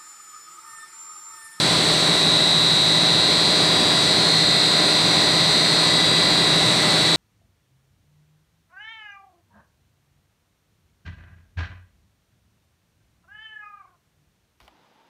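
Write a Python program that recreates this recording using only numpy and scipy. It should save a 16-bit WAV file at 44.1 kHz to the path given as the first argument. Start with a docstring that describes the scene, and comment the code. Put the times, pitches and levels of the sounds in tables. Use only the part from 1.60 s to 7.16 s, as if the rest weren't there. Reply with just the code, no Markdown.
"""A factory hall, close to the winder of a plastic film line, heard from a phone that swings slowly
out over the rollers and back.
Inverter-fed motors whine: sidebands round a 4 kHz switching rate beat into a fast buzz, and the loud
ones dip as the phone crosses nodes of their standing waves.
Under them lie the hum of motors and gears, shaft clatter, blower roar and the hiss of air and film."""
import sys
import numpy as np
from scipy import signal
from scipy.fft import rfft, irfft
from scipy.io import wavfile
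from scipy.ndimage import uniform_filter1d

SR = 44100
rng = np.random.default_rng(int(sys.argv[2]) if len(sys.argv) > 2 else 0)


def bounce(signal):
    """Save signal as a 16-bit WAV file at the path given by the first command-line argument."""
    frames = np.transpose(np.atleast_2d(signal))
    limited = np.clip(frames, -1, 1)
    pcm = np.round(limited * 32767).astype(np.int16)
    wavfile.write(sys.argv[1], SR, pcm)


N = 245195
TIME = np.arange(N) / SR  # s


def winder_whine():
    """Switched current shakes the stator; evenly spaced odd sidebands beat at twice the supply
    rate and its multiples."""
    switch_hz, supply_hz = 4000.3, 28.987
    # loud sidebands up to this one keep in step and make the beat; those beyond ring on freely
    inner_sideband = 11
    # level of the loud sidebands at the phone: start_s, level_db
    whine_level = [(0, -1), (.4, -1.5), (.75, 1.8), (2, 0.5), (2.35, -1.7), (2.75, 1.7), (3.5, -1.5),
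                   (4.6, 0.5), (5, -1.5), (5.56, 1)]
    # higher sidebands arrive earlier, by an amount that changes as the phone moves, so each beat is a
    # falling chirp; long chirps overlap into a faster flutter: start_s, lag_ms_per_khz
    beat_chirp = [(0, -19), (.35, -21), (.7, -104), (1, -132), (1.5, -141), (2.05, -131), (2.5, -76),
                  (2.9, -28), (3.15, -26), (4, -28), (4.35, -64), (5.56, -70)]
    # loud sidebands, standing between the motor and the frame: sideband (multiples of the supply rate),
    # level_db, rise_db_per_cm along the path, reflected share (0-1), node_cm, node spacing_cm
    standing_sidebands = [(-19, -44, -.28, .22, 15.4, 11.4), (-17, -37.8, -.36, .24, 27.5, 12.7),
                          (-13, -37.6, .13, .2, 14.9, 9.9), (-11, -35.7, 0, .71, 17.6, 21.3),
                          (-9, -32, .23, .58, 19.4, 21.6), (-7, -32.5, -.07, .49, 4.4, 18.2),
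                          (-5, -26.1, 0, .5, 25.8, 12.25), (-3, -34.3, -.15, .58, 24.5, 10.2),
                          (-1, -30.1, -.11, .62, 3.8, 17.2), (1, -28.7, -.17, .4, 15.6, 17.3),
                          (3, -28.1, .13, .31, 23.1, 20.3), (5, -33, .43, .3, 16.9, 27.6),
                          (9, -29.4, .28, .44, 18.2, 11.2), (15, -39.2, -.21, .2, 11, 7.4)]
    # faint sidebands, diffused by the hall: multiple of the switching rate,
    # sideband (multiples of the supply rate), level_db
    diffuse_sidebands = [(1, -23, -43), (1, -15, -45), (1, 11, -42), (2, -6, -47), (2, -4, -48.5),
                         (2, -2, -50.5), (2, 0, -48), (2, 2, -45), (2, 4, -59), (2, 8, -62), (3, -3, -66),
                         (3, -1, -65), (3, 3, -64), (3, 5, -62)]

    whine_db, = curves(whine_level)
    lag_ms_per_khz, = curves(beat_chirp)
    whine = np.zeros(N)
    for side, db, *reflection in standing_sidebands:
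        offset_hz = side * supply_hz
        start = None
        if abs(side) <= inner_sideband:
            # a lag proportional to the offset is a phase that grows with its square
            start = -lag_ms_per_khz * (offset_hz / 1000) ** 2 / 2
        wave = standing_wave(*reflection)
        sideband = tone(switch_hz + offset_hz, scatter=0.08, rate=1.64, start=start, wave=wave)
        whine += undb(db + whine_db) * sideband
    for multiple, side, db in diffuse_sidebands:
        hz = multiple * switch_hz + side * supply_hz
        whine += undb(db) * tone(hz, scatter=0.19, rate=1.63)
    return whine


def slot_whine():
    """Rotor slots add tones off the sideband grid; the loud ones swell and dip as the phone moves."""
    # loud slot tones, each with its standing wave: pitch_hz, level_db, rise_db_per_cm along the path,
    # reflected share (0-1), node_cm, node spacing_cm
    standing_tones = [(3284, -39.5, -.08, .29, 26.5, 21.9), (3458.5, -38.2, .46, .63, 8, 18.1),
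                      (4542.2, -37.9, -.1, .68, 16.2, 45), (4716, -31.3, .31, .31, 26.4, 22.6)]
    # faint slot tones riding on the switching: pitch_hz, level_db
    faint_tones = [(3401, -45), (4370, -44), (4598, -46), (5329, -47), (7372, -52), (7488, -54),
                   (8455.5, -47)]

    whine = np.zeros(N)
    for hz, db, *reflection in standing_tones:
        whine += undb(db) * tone(hz, scatter=0.07, rate=1.33, wave=standing_wave(*reflection))
    for hz, db in faint_tones:
        whine += undb(db) * tone(hz, scatter=0.24, rate=2.06)
    return whine


def machine_hum():
    """Fans and gears hum firmly, wavering slightly with the load."""
    # steady tones of fans and gears: pitch_hz, level_db
    hum_tones = [(68, -53), (161.4, -32.5), (240.2, -45.5), (1536.1, -49)]
    return sum(undb(db) * tone(hz, scatter=0.07, rate=4) for hz, db in hum_tones)


def shaft_clatter():
    """The same rattle returns at every shaft turn, smeared by the hall into a comb of harmonics."""
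    shaft_hz = 15.857
    # clatter of one shaft turn, before the panels lift it: pitch_hz, level_db per harmonic
    clatter_spectrum = [(100, -51.5), (220, -47.5), (400, -47.5), (700, -49), (900, -53.5), (1300, -59.5),
                        (2000, -53), (2600, -66)]
    # harmonics that stand out: order (multiples of the turn rate), level_db
    strong_orders = [(11, -40), (19, -37), (20, -39), (23, -42), (26, -42), (33, -44), (38, -41), (40, -41),
                     (44, -43), (47, -43), (49, -44), (64, -41.5), (88, -47)]

    orders = np.arange(170)
    harmonic_hz = orders * shaft_hz
    hz, db = np.transpose(clatter_spectrum)
    level_db = np.interp(harmonic_hz, hz, db, left=-100) + panel_db(harmonic_hz)
    level_db += 1.2 * rng.standard_normal(len(orders))
    for order, strong_db in strong_orders:
        level_db[int(order)] = strong_db

    size = 4096  # points in one turn
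    random_phase = np.exp(2j * np.pi * rng.random(len(orders)))
    # scaled so that each level is the rms of its harmonic
    turn = irfft(undb(level_db) * random_phase, size) * size / np.sqrt(2)
    turns = shaft_hz * TIME + 0.0027 * walk(5)  # the belt drive runs slightly unevenly
    clatter = np.interp(turns % 1, np.arange(size) / size, turn, period=1)
    return clatter * undb(1.24 * walk(8))


def second_drive():
    """A farther motor sings an octave lower, drifting a little in pitch and coming in uneven bursts."""
    # main tone of this motor, switched at 2 kHz: start_s, pitch_hz, level_db
    main_tone = [(0, 1982, -51), (.47, 1982, -43), (.9, 1983, -41), (2.2, 1980, -41), (2.8, 1979, -36),
                 (3.95, 1982, -39), (4.25, 1986, -32.5), (5.05, 1986, -37), (5.33, 1984, -34.5),
                 (5.56, 1983, -39)]
    # side tones: pitch_hz, level_db
    side_tones = [(1919, -46), (2000.5, -45), (2017.7, -43), (2080.4, -45), (2151.7, -45), (2748, -48),
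                  (3102, -50), (5938, -45), (6024, -51), (6067, -48)]
    # level added to all the side tones: start_s, level_db
    sides_level = [(0, -4), (1.2, -2), (2.2, -1.5), (2.8, .5), (4.4, .5), (5.56, -1.5)]

    main_hz, main_db = curves(main_tone)
    sides_db, = curves(sides_level)
    main = undb(main_db) * tone(0, scatter=0.55, rate=22, start=np.cumsum(main_hz) / SR)
    sides = sum(undb(db) * tone(hz, scatter=0.4, rate=3) for hz, db in side_tones)
    return main + undb(sides_db) * sides


def air():
    """Blowers roar through the hall; cooling air and running film hiss with a slight flutter."""
    # blower roar, relative: pitch_hz, level_db per Hz
    roar_spectrum = [(25, -35), (45, -15), (70, -9), (100, -5.5), (130, 4.5), (160, 2.5), (200, 2.5),
                     (260, -5.5), (400, -2), (520, -5), (700, -5.5), (1200, -4.5), (2100, -6.5), (2700, -7),
                     (5000, -38)]
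    # air and film hiss, relative: pitch_hz, level_db per Hz
    hiss_spectrum = [(2000, -22.5), (3100, -3), (3600, 1), (3950, 3), (4500, -0.5), (5200, -5.5),
                     (6900, -9.5), (7800, -5), (8800, -7.5), (9900, -15), (10500, -25), (12100, -24.5),
                     (13000, -39), (15500, -64)]
    # the roar grows slowly from its starting level
    roar_db, roar_rise_db_per_s, hiss_db = -26.5, 0.275, -26.5

    roar_level_db = roar_db + roar_rise_db_per_s * TIME + 0.12 * walk(4.8)
    roar = undb(roar_level_db) * coloured(roar_spectrum, ripple_db=2.0, spacing_hz=9)
    hiss_level_db = hiss_db + 0.34 * walk(16)
    hiss = undb(hiss_level_db) * coloured(hiss_spectrum, ripple_db=2.5, spacing_hz=23)
    return roar + hiss


def standing_wave(rise_db_per_cm, reflected, node_cm, spacing_cm):
    """Complex gain (rms 1) of a tone plus its reflection: it slopes along the path and dips at nodes."""
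    # the phone swings out, rests and returns: start_s, place_cm along its path
    phone_path = [(0, 2.4), (.3, 2.6), (.6, 5.6), (1.5, 9.7), (2.3, 19.1), (2.9, 27.6), (3.5, 28.6),
                  (4, 27.4), (4.4, 19.9), (4.9, 9.2), (5.25, 1.5), (5.56, -1.2)]
    place_cm, = curves(phone_path)
    reflection = reflected * np.exp(2j * np.pi * (place_cm - node_cm) / spacing_cm)
    gain = undb(rise_db_per_cm * place_cm) * (1 - reflection)
    return gain / np.sqrt(np.mean(np.abs(gain) ** 2))


def panel_db(hz):
    """The lift that the ringing panels of the machine frame give to each frequency."""
    # resonances of the panels: centre_hz, width_hz, lift_db
    panels = [(297.5, 35, 4), (397, 28, 3), (623, 25, 6.5), (763, 26, 3.5), (1002, 43, 4), (1920, 110, 2)]
    return sum(lift / (1 + (2 * (hz - centre) / width) ** 2) for centre, width, lift in panels)


def tone(hz, scatter, rate, start=None, wave=1):
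    """A sine of rms 1 plus wandering hall reflections, heard through a standing wave if given."""
    path = 1 + scatter * (walk(rate) + 1j * walk(rate))
    path = wave * path
    path = path / np.sqrt(np.mean(np.abs(path) ** 2) / 2)
    if start is None:
        start = rng.random()  # cycles
    phase = 2 * np.pi * (hz * TIME + start)
    return path.real * np.cos(phase) - path.imag * np.sin(phase)


def coloured(spectrum, ripple_db, spacing_hz):
    """Noise of rms 1 with a smooth spectrum, lifted by the panels and rippled by hall resonances."""
    hz = np.arange(N // 2 + 1) * SR / N
    points, db = np.transpose(spectrum)
    shape_db = np.interp(np.log(hz + 1), np.log(points), db) + panel_db(hz)
    grid = np.arange(0, SR / 2, spacing_hz)
    ripple = np.interp(hz, grid, rng.standard_normal(len(grid)))
    ripple = ripple_db * ripple * hz / (hz + 250)  # shallower in the bass
    noise = irfft(rfft(rng.standard_normal(N)) * undb(shape_db + ripple), N)
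    return noise / np.std(noise)


def walk(rate):
    """Random levels held 1 / rate s and slewed twice; spread near 1."""
    k = int(SR / rate)
    held = np.repeat(rng.standard_normal(N // k + 3), k)
    start = rng.integers(k)
    slewed = uniform_filter1d(uniform_filter1d(held, k), k)
    return 1.12 * slewed[start:start + N]


def curves(table):
    """The columns of a table of (start_s, value, ..), joined by straight lines at every sample."""
    s, *columns = np.transpose(table)
    return [np.interp(TIME, s, column) for column in columns]


def undb(db):
    """Decibels to gain."""
    return 10 ** (np.asarray(db) / 20)


def scene():
    """All the parts of the line at one microphone, ahead of the phone's gain control."""
    line = winder_whine() + slot_whine() + machine_hum() + shaft_clatter()
    return (line + second_drive() + air())[None]


def record(dry):
    """The phone's gain control evens the loudness; it rounds the highest peaks and cuts the top."""
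    target_db, strength, top_hz = -16.6, 0.7, 15650  # strength: share of the gap to the target closed
    heard_db = 10 * np.log10(uniform_filter1d(dry ** 2, int(0.3 * SR)) + 1e-12)
    held = dry * undb(strength * (target_db - heard_db))
    rounded = np.tanh(0.7 * held) / 0.7
    top_cut = signal.ellip(14, 0.1, 80, top_hz, fs=SR, output="sos")
    return signal.sosfilt(top_cut, rounded)


dry = scene()
out = record(dry)
bounce(out)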